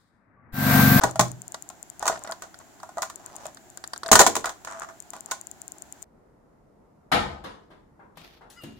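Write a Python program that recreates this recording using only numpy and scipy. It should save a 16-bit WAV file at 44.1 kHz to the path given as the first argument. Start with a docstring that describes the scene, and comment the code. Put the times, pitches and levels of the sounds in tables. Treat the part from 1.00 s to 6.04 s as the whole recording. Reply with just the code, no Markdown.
"""Prying the cover off a laptop

A laptop lies upside down on a workbench. Hands bump it and fingernails pry at its plastic service cover;
clips click, let go in one loud cracking burst, and the loose cover rattles and drags over the case.
Contacts are noise bursts plus struck modes; sliding is noise under hand pressure; a groan is one narrow mode.
A small room answers, over steady noise and electrical ticks on the left; the input saturates on the crack.
"""
import sys
import numpy as np
from scipy import signal
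from scipy.fft import rfft, irfft, next_fast_len
from scipy.io import wavfile

SR = 44100
rng = np.random.default_rng(int(sys.argv[2]) if len(sys.argv) > 2 else 0)


def int16_out(signal):
    """Quantize to a 16-bit WAV file."""
    q = np.round(np.clip(np.atleast_2d(signal).T, -1, 1) * 32767)
    wavfile.write(sys.argv[1], SR, q.astype(np.int16))


N = 222392  # samples

# modes of the cover: mode_hz, level_db, t60_s
COVER_MODES = [(507, -2, 0.012), (639.3, -1, 0.11), (685, 7.5, 0.052), (754.6, 0.5, 0.064), (995, 5, 0.049),
               (1130, 2.5, 0.063), (1232, 8.5, 0.027), (1433.4, 1.5, 0.072), (1538, 5, 0.027),
               (1899, 2, 0.052)]
# relative spectrum of cracking plastic: freq_hz, density_db
CRACK_SPECTRUM = [(100, -23), (500, -0.5), (1800, -0.5), (2800, -6), (3800, -2.5), (5500, -3), (6500, 5),
                  (7300, 4), (8300, -2), (11000, -11.5), (16000, -13.5)]
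# relative spectrum of plastic rubbing: freq_hz, density_db
RUB_SPECTRUM = [(460, -8.5), (660, 7), (1150, 1.5), (2100, -16), (4800, -15), (6700, -10.5), (8800, -18.5),
                (16000, -53)]
# relative spectrum of the strained clip, with its resonances: freq_hz, density_db
CLIP_SPECTRUM = [(200, -12.5), (900, 0.5), (1400, 9), (1880, -0.5), (2450, -24.5), (3300, -6), (4700, 0),
                 (6000, -9.5), (8500, -9), (16000, -33)]
# fingers and cover sliding on the case, before the trim in sliding():
# start_s, length_s, start_level_db, pressure_gain_db (over the stroke), skip_level_db (relative to pressure)
STROKES = [(0.01, 0.088, -26, -11.5, -5.5), (1, 0.17, -41.5, 5.5, -8), (1.209, 0.018, -41, -2.5, -4.5),
           (1.244, 0.07, -38, -3.5, -6), (1.434, 0.014, -36, -4, -6), (1.596, 0.023, -49, 0, -4),
           (2.17, 0.31, -51, 8.5, -15), (3.039, 0.051, -44, 8, -9), (3.44, 0.064, -31, -6, -2.5),
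           (4.146, 0.026, -37, -1, -11), (4.233, 0.098, -62.5, 24.5, -7)]


def amp(db):
    """Decibels to gain."""
    return 10 ** (np.asarray(db) / 20)


def unit(x):
    """Scale to rms 1 over all channels."""
    return x / np.sqrt(np.mean(x ** 2) + 1e-20)


def fade(t, t60):
    """Exponential decay by 60 dB in t60 seconds."""
    return np.exp(-np.log(1000) * t / t60)


def along(points, hz):
    """Interpolate (Hz, value) points on a log frequency axis."""
    point_hz, values = np.transpose(points)
    return np.interp(np.log(hz + 1), np.log(point_hz + 1), values)


def add(track, start_s, sound):
    """Mix a sound into a track in place, cut at the track's end."""
    part = track[..., max(round(start_s * SR), 0):][..., :sound.shape[-1]]
    part += sound[..., :part.shape[-1]]


def filtered(x, response):
    """Multiply the spectrum of x by a response of frequency."""
    size = x.shape[-1]
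    padded = next_fast_len(size + SR // 20)
    spectrum = rfft(x, padded) * response(np.fft.rfftfreq(padded, 1 / SR))
    return irfft(spectrum, padded)[..., :size]


def noise(spectrum, size):
    """Coloured stereo noise of rms 1 whose left-right likeness depends on frequency."""
    # freq_hz, likeness (correlation, 0-1)
    likeness = [(250, 0.14), (600, 0.81), (1200, 0.11), (2500, 0.017), (8000, 0.062)]

    def mid_side(hz):
        angle = np.arccos(np.clip(along(likeness, hz), -1, 1)) / 2
        return amp(along(spectrum, hz)) * np.array([np.cos(angle), np.sin(angle)])

    mid, side = filtered(rng.standard_normal((2, size)), mid_side)
    return unit(np.array([mid + side, mid - side]))


def causal(spectrum, size=512):
    """Minimum-phase impulse response of a spectrum: the most compact causal one."""
    log_gain = np.log(amp(along(spectrum, np.fft.rfftfreq(size, 1 / SR))))
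    cepstrum = irfft(log_gain)
    cepstrum[1:size // 2] *= 2
    cepstrum[size // 2 + 1:] = 0
    return irfft(np.exp(rfft(cepstrum)))


def ring(modes, t, centre_hz, focus_db_per_octave, scatter_db, detune, spread_rad):
    """Decaying modes, strongest near the centre; each shifts in pitch and differs in phase between channels."""
    hz, db, t60 = np.transpose(modes)[:, :, None]
    size, shift, offset = rng.standard_normal((3, len(modes), 1))
    phase = 2 * np.pi * (hz * (1 + detune * shift) * t + rng.random((len(modes), 1)))
    octaves_off = np.abs(np.log2(hz / centre_hz))
    swing = amp(db - focus_db_per_octave * octaves_off + scatter_db * size) * fade(t, t60)
    return np.array([(swing * np.sin(phase + side * spread_rad * offset)).sum(0) for side in (-1, 1)])


def struck(x, t, rise_s, level_samples):
    """Give a sound its attack; its first level_samples get rms 1."""
    x = x * (1 - np.exp(-t / rise_s))
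    return x / np.sqrt(np.mean(x[:, :level_samples] ** 2))


def noise_floor(level_db=-53.5):
    """Steady coloured background noise."""
    # freq_hz, density_db (relative)
    floor_spectrum = [(25, -16), (70, 1), (360, 3), (500, -9), (700, 3.5), (1150, -9), (1550, -5),
                      (2500, -14.5), (5300, -16.5), (6400, -11), (7400, -6), (8200, -19), (16000, -21.5)]
    return amp(level_db) * noise(floor_spectrum, N)


def ticks(strong_peak_db=-18.5, weak_peak_db=-28, weak_per_s=2.7):
    """Electrical spikes of one shape, left channel only, no room; the weak ones fall at random."""
    # start_s
    strong_times = [0.1117, 0.3167, 0.4189, 0.4802, 0.5213, 0.6238, 0.6903, 0.8287, 0.9005, 0.9953, 1.238,
                    1.313, 2.1586, 2.262, 2.3646, 2.467, 2.774, 2.8762, 2.9783, 3.0814, 3.7978, 4.0028,
                    4.1046, 4.2076, 4.2603, 4.4131, 4.4704, 4.5143, 4.6176, 4.68, 4.7202, 4.822, 4.9248,
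                    5.0267]
    # freq_hz, density_db (relative)
    tick_spectrum = [(3200, -30), (5000, -22), (6200, -11.5), (7150, 4.5), (7800, -9), (8300, -2),
                     (9700, -12), (14800, -20.5), (16500, -28.5)]
    out, spike = np.zeros((2, N)), causal(tick_spectrum)
    spike = spike / np.abs(spike).max()
    weak_times = rng.random(int(weak_per_s * N / SR)) * N / SR
    for times, peak_db in ((strong_times, strong_peak_db), (weak_times, weak_peak_db)):
        for start_s in times:
            add(out[0], start_s, amp(peak_db) * spike)
    return out


def room(x, build_s=0.0013):
    """Diffuse tail that builds up quickly; each frequency decays at its own rate."""
    # freq_hz, t60_s
    decay_times = [(150, 0.54), (800, 0.23), (7000, 0.24), (15000, 0.15)]
    source = noise([(100, 0.019), (16000, 0.024)], SR // 2)  # nearly white
    hz, t, frames = signal.stft(source, SR, nperseg=256)
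    frames = frames * fade(t, along(decay_times, hz)[:, None])
    tail = signal.istft(frames, SR, nperseg=256)[1]
    tail_t = np.arange(tail.shape[1]) / SR
    tail = tail * (1 - np.exp(-(tail_t / build_s) ** 2))
    return signal.fftconvolve(x, tail / np.linalg.norm(tail[0]), axes=1)[:, :N]


def groan(mode_hz=678, half_width_hz=30):
    """The bent cover sounds in its main mode while strained or dragged: narrow-band noise."""
    # start_s, length_s, level_db (before the swell)
    groan_events = [(3.043, 0.078, -38.5), (3.655, 0.3, -47.5)]
    out = np.zeros((2, N))
    for start_s, length_s, db in groan_events:
        t = np.arange(round(length_s * SR)) / SR
        tone = filtered(noise(RUB_SPECTRUM, len(t)), lambda hz: 1 / (1 + ((hz - mode_hz) / half_width_hz) ** 2))
        swell = np.sqrt(np.sin(np.pi * t / length_s))
        add(out, start_s, amp(db) * unit(tone) * swell)
    return out


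def swish(start_s=2.36, length_s=0.105, start_db=-65, swell_db=12):
    """A fingertip loses its grip: an airy hiss that swells until it slips off."""
    out, progress = np.zeros((2, N)), np.linspace(0, 1, round(length_s * SR))
    add(out, start_s, amp(start_db + swell_db * progress) * noise(CRACK_SPECTRUM, len(progress)))
    return out


def bench(rise_s=0.0062):
    """The bench top booms in two low modes when the laptop lands on it."""
    # start_s, level_db
    landings = [(0.0376, -29.5), (0.157, -39), (0.196, -22)]
    # mode_hz, level_db, t60_s
    bench_modes = [(125, 0, 0.29), (176, 1.5, 0.19)]
    out, t = np.zeros((2, N)), np.arange(SR // 2) / SR
    boom = sum(amp(db) * np.sin(2 * np.pi * hz * t) * fade(t, t60) for hz, db, t60 in bench_modes)
    for start_s, db in landings:
        add(out, start_s, amp(db) * boom * (1 - np.exp(-t / rise_s)))
    return out


def thumps(trim_db=-1, push_db=6, push_t60_s=0.014, thud_db=-13, thud_t60_s=0.23):
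    """A hard blow gives the case one short push, a dull thud and a few low modes."""
    # start_s, level_db (before trim_db), centre_hz
    blows = [(0.0384, -25.5, 281), (0.196, -24, 200), (1.098, -35.5, 390), (3.117, -18.5, 224),
             (3.134, -29, 45), (3.157, -25.5, 386), (3.199, -19.5, 376), (3.211, -26, 395),
             (3.273, -27.5, 286), (3.365, -32, 292)]
    # mode_hz, level_db, t60_s
    case_modes = [(70.3, -14.5, 0.12), (328, 2.5, 0.05), (393, 3.5, 0.091), (461.4, 5.5, 0.13)]
    out, t = np.zeros((2, N)), np.arange(SR // 2) / SR
    for start_s, db, centre_hz in blows:
        body = ring(case_modes, t, centre_hz, focus_db_per_octave=14.5, scatter_db=1.5,
                    detune=0.02, spread_rad=0.49)
        thud_spectrum = [(20, -10), (centre_hz, 0), (2 * centre_hz, -2), (1500, -30)]
        thud = noise(thud_spectrum, len(t)) * fade(t, thud_t60_s)
        push = amp(push_db) * np.sin(2 * np.pi * centre_hz * t) * fade(t, push_t60_s)
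        blow = struck(body / 2 + push + amp(thud_db) * thud, t, rise_s=0.0022, level_samples=700)
        add(out, start_s, amp(db + trim_db) * blow)
    return out


def pressure(resting_db=-63, attack_s=0.003, release_t60_s=0.1):
    """Each stroke grips quickly, presses harder or eases off, then dies away to the resting hands."""
    total = np.full(N, amp(resting_db))
    for start_s, length_s, db, gain_db, _ in STROKES:
        t = np.maximum(np.arange(N) / SR - start_s, 0)
        grip = np.minimum(t / attack_s, 1)
        push = amp(db + gain_db * np.minimum(t / length_s, 1))
        release = fade(np.maximum(t - length_s, 0), release_t60_s)
        total = np.maximum(total, grip * push * release)
    return total


def sliding(trim_db=-3.5, slips_per_s=380, slip_t60_s=0.013, size_spread_db=3):
    """Plastic sticks and slips in tiny steps of uneven size, each a short scratch."""
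    slips = (rng.random(N) < slips_per_s / SR) * amp(size_spread_db * rng.standard_normal(N))
    decay = fade(np.arange(SR // 20) / SR, slip_t60_s)
    power = np.abs(signal.fftconvolve(slips ** 2, decay ** 2)[:N])
    scratches = unit(noise(RUB_SPECTRUM, N) * np.sqrt(power))
    return amp(trim_db) * pressure() * scratches


def skips(skips_per_s=110, size_spread_db=2.0, centre_hz=1450, grit_db=-6, grit_t60_s=0.013):
    """A hard edge skips as it slides: tiny taps, scaled by stroke pressure, ring the cover."""
    out, t, press = np.zeros((2, N)), np.arange(SR // 16) / SR, pressure()
    for start_s, length_s, _, _, skip_db in STROKES:
        for tap_s in start_s + length_s * rng.random(int(length_s * skips_per_s)):
            modes = ring(COVER_MODES, t, centre_hz, focus_db_per_octave=7.5, scatter_db=7.0,
                         detune=0.043, spread_rad=0.49)
            cover = struck(modes, t, rise_s=0.0002, level_samples=300)
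            grit = noise(CLIP_SPECTRUM, len(t)) * fade(t, grit_t60_s)
            grit = struck(grit, t, rise_s=0.0001, level_samples=130)
            gain = press[round(tap_s * SR)] * amp(skip_db + size_spread_db * rng.standard_normal())
            add(out, tap_s, gain * (cover + amp(grit_db) * grit))
    return out


def drag(slips_per_s=125, ease_db=-3, slip_t60_s=0.04, break_away_db=4):
    """The loose cover's edge breaks away with a click, then catches and slips unevenly: an easing rasp."""
    # start_s, length_s, level_db
    drag_events = [(3.673, 0.036, -37), (3.722, 0.064, -41), (3.806, 0.006, -42), (3.8192, 0.03, -36),
                   (3.888, 0.021, -44)]
    # cover scraping on its edge: freq_hz, density_db (relative)
    scrape_spectrum = [(450, -16), (670, -4.5), (1150, 6), (1830, -5), (2250, -15.5), (4500, -21.5),
                       (7000, -10.5), (12000, -38)]
    out, t = np.zeros((2, N)), np.arange(SR // 16) / SR
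    for start_s, length_s, db in drag_events:
        gaps_s = (0.5 + rng.random(int(length_s * slips_per_s) + 1)) / slips_per_s
        for offset_s in np.cumsum(gaps_s) - gaps_s:  # first slip at 0
            slip = noise(scrape_spectrum, len(t)) * fade(t, slip_t60_s)
            slip = struck(slip, t, rise_s=0.00027, level_samples=300)
            slip_db = db + ease_db * offset_s / length_s + rng.standard_normal()
            slip_db += break_away_db * (offset_s == 0)
            add(out, start_s + offset_s, amp(slip_db) * slip)
    return out


def clip_slips(t60_s=0.027):
    """A strained clip slips: its small stiff hook gives a bright, gritty click that dies in milliseconds."""
    # start_s, level_db
    slip_events = [(0.544, -30.5), (1.274, -36), (1.3215, -29), (1.543, -40.5), (1.801, -45), (2.571, -42),
                   (2.774, -40), (2.8397, -30), (2.9338, -27.5), (2.961, -36), (3.033, -26.5),
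                   (3.0614, -29), (3.088, -27), (3.4438, -32)]
    out, t = np.zeros((2, N)), np.arange(SR // 12) / SR
    for start_s, db in slip_events:
        click = noise(CLIP_SPECTRUM, len(t)) * fade(t, t60_s)
        add(out, start_s, amp(db) * struck(click, t, rise_s=0.0001, level_samples=130))
    return out


def snaps(crack_t60_s=0.029, linger=0.23, chatter_db=-17, chatter_t60_s=0.14,
          spot_db=8, spot_t60_s=0.021, sag_octaves_per_s=35):
    """Plastic contacts and clips letting go: a crack, a chatter of nearby parts and the ring of the cover."""
    # start_s, crack_level_db, ring_level_db, ring_centre_hz
    snap_events = [(0.0361, -18, -15, 870), (0.157, -35.5, -27.5, 720), (0.194, -14, -12, 862),
                   (0.209, -18, -19, 940), (0.543, -36.5, -38, 885), (0.7, -41, -43, 850),
                   (1.026, -33, -25.5, 845), (1.055, -30.5, -25.5, 993), (1.066, -26, -29, 915),
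                   (1.078, -17, -21, 1270), (1.098, -36, -20, 710), (1.294, -51, -31.5, 900),
                   (1.32, -38, -34.5, 1010), (1.421, -35, -38, 1210), (1.831, -43, -35, 886),
                   (1.891, -48.5, -40, 884), (1.971, -44, -29, 726), (1.982, -37, -27.5, 806),
                   (2.02, -23.5, -32.5, 1180), (2.029, -29.5, -28, 1100), (2.099, -37.5, -39.5, 1100),
                   (2.455, -38, -34, 679), (3.115, -6.5, -13, 720), (3.1281, -5.5, -9.5, 1190),
                   (3.154, -6.5, -10, 1150), (3.1916, -4.5, -12, 1046), (3.199, -18, -15, 730),
                   (3.204, -9, -9.5, 740), (3.2135, -11, -15, 1110), (3.2643, -13, -13, 865),
                   (3.273, -18, -27, 1500), (3.3533, -21.5, -27, 1190), (3.365, -21.5, -23.5, 930),
                   (3.4445, -38, -29, 1290), (3.456, -25, -28.5, 1210), (3.4929, -31, -34, 976),
                   (3.648, -35, -42.5, 1076), (4.134, -38.5, -37.5, 875), (4.3114, -24.5, -42, 1200),
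                   (4.316, -26, -29.5, 1030)]
    out, t = np.zeros((2, N)), np.arange(SR // 6) / SR
    for start_s, crack_db, ring_db, centre_hz in snap_events:
        # the harder the snap, the longer the crack decays; crack_t60_s holds at -18.5 dB
        t60_s = crack_t60_s * amp(linger * (crack_db + 18.5))
        envelope = fade(t, t60_s) + amp(chatter_db) * fade(t, chatter_t60_s)
        burst = noise(CRACK_SPECTRUM, len(t)) * envelope
        add(out, start_s, amp(crack_db) * struck(burst, t, rise_s=0.00059, level_samples=176))
        # a stiff spot excites the high modes, a soft one the low modes
        cover = ring(COVER_MODES, t, centre_hz, focus_db_per_octave=12.0, scatter_db=2,
                     detune=0.038, spread_rad=0.28)
        cover = struck(cover, t, rise_s=0.0017, level_samples=300)
        # the hit spot flexes at its own pitch, which sags as the strain lets go
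        turns = np.cumsum(centre_hz * 2 ** (-sag_octaves_per_s * t)) / SR
        spot = amp(spot_db) * np.sin(2 * np.pi * turns) * fade(t, spot_t60_s)
        plastic = struck(cover + spot, t, rise_s=0.00029, level_samples=300)
        add(out, start_s, amp(ring_db) * plastic)
    return out


def scene(room_db=-10.0, clip_room_db=-17):
    """The handled laptop and its room over steady noise and ticks; clip slips excite the room less."""
    laptop = groan() + swish() + bench() + thumps() + sliding() + skips() + drag() + snaps()
    clips = clip_slips()
    answer = room(amp(room_db) * laptop + amp(clip_room_db) * clips)
    return noise_floor() + ticks() + answer + laptop + clips


def record(dry, ceiling=0.85, top_hz=16200):
    """The input saturates towards its ceiling, then a steep low-pass cuts above top_hz."""
    clipped = dry / (1 + np.abs(dry / ceiling) ** 6) ** (1 / 6)
    return filtered(clipped, lambda hz: 1 / (1 + (hz / top_hz) ** 160))


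dry = scene()
out = record(dry)
int16_out(out)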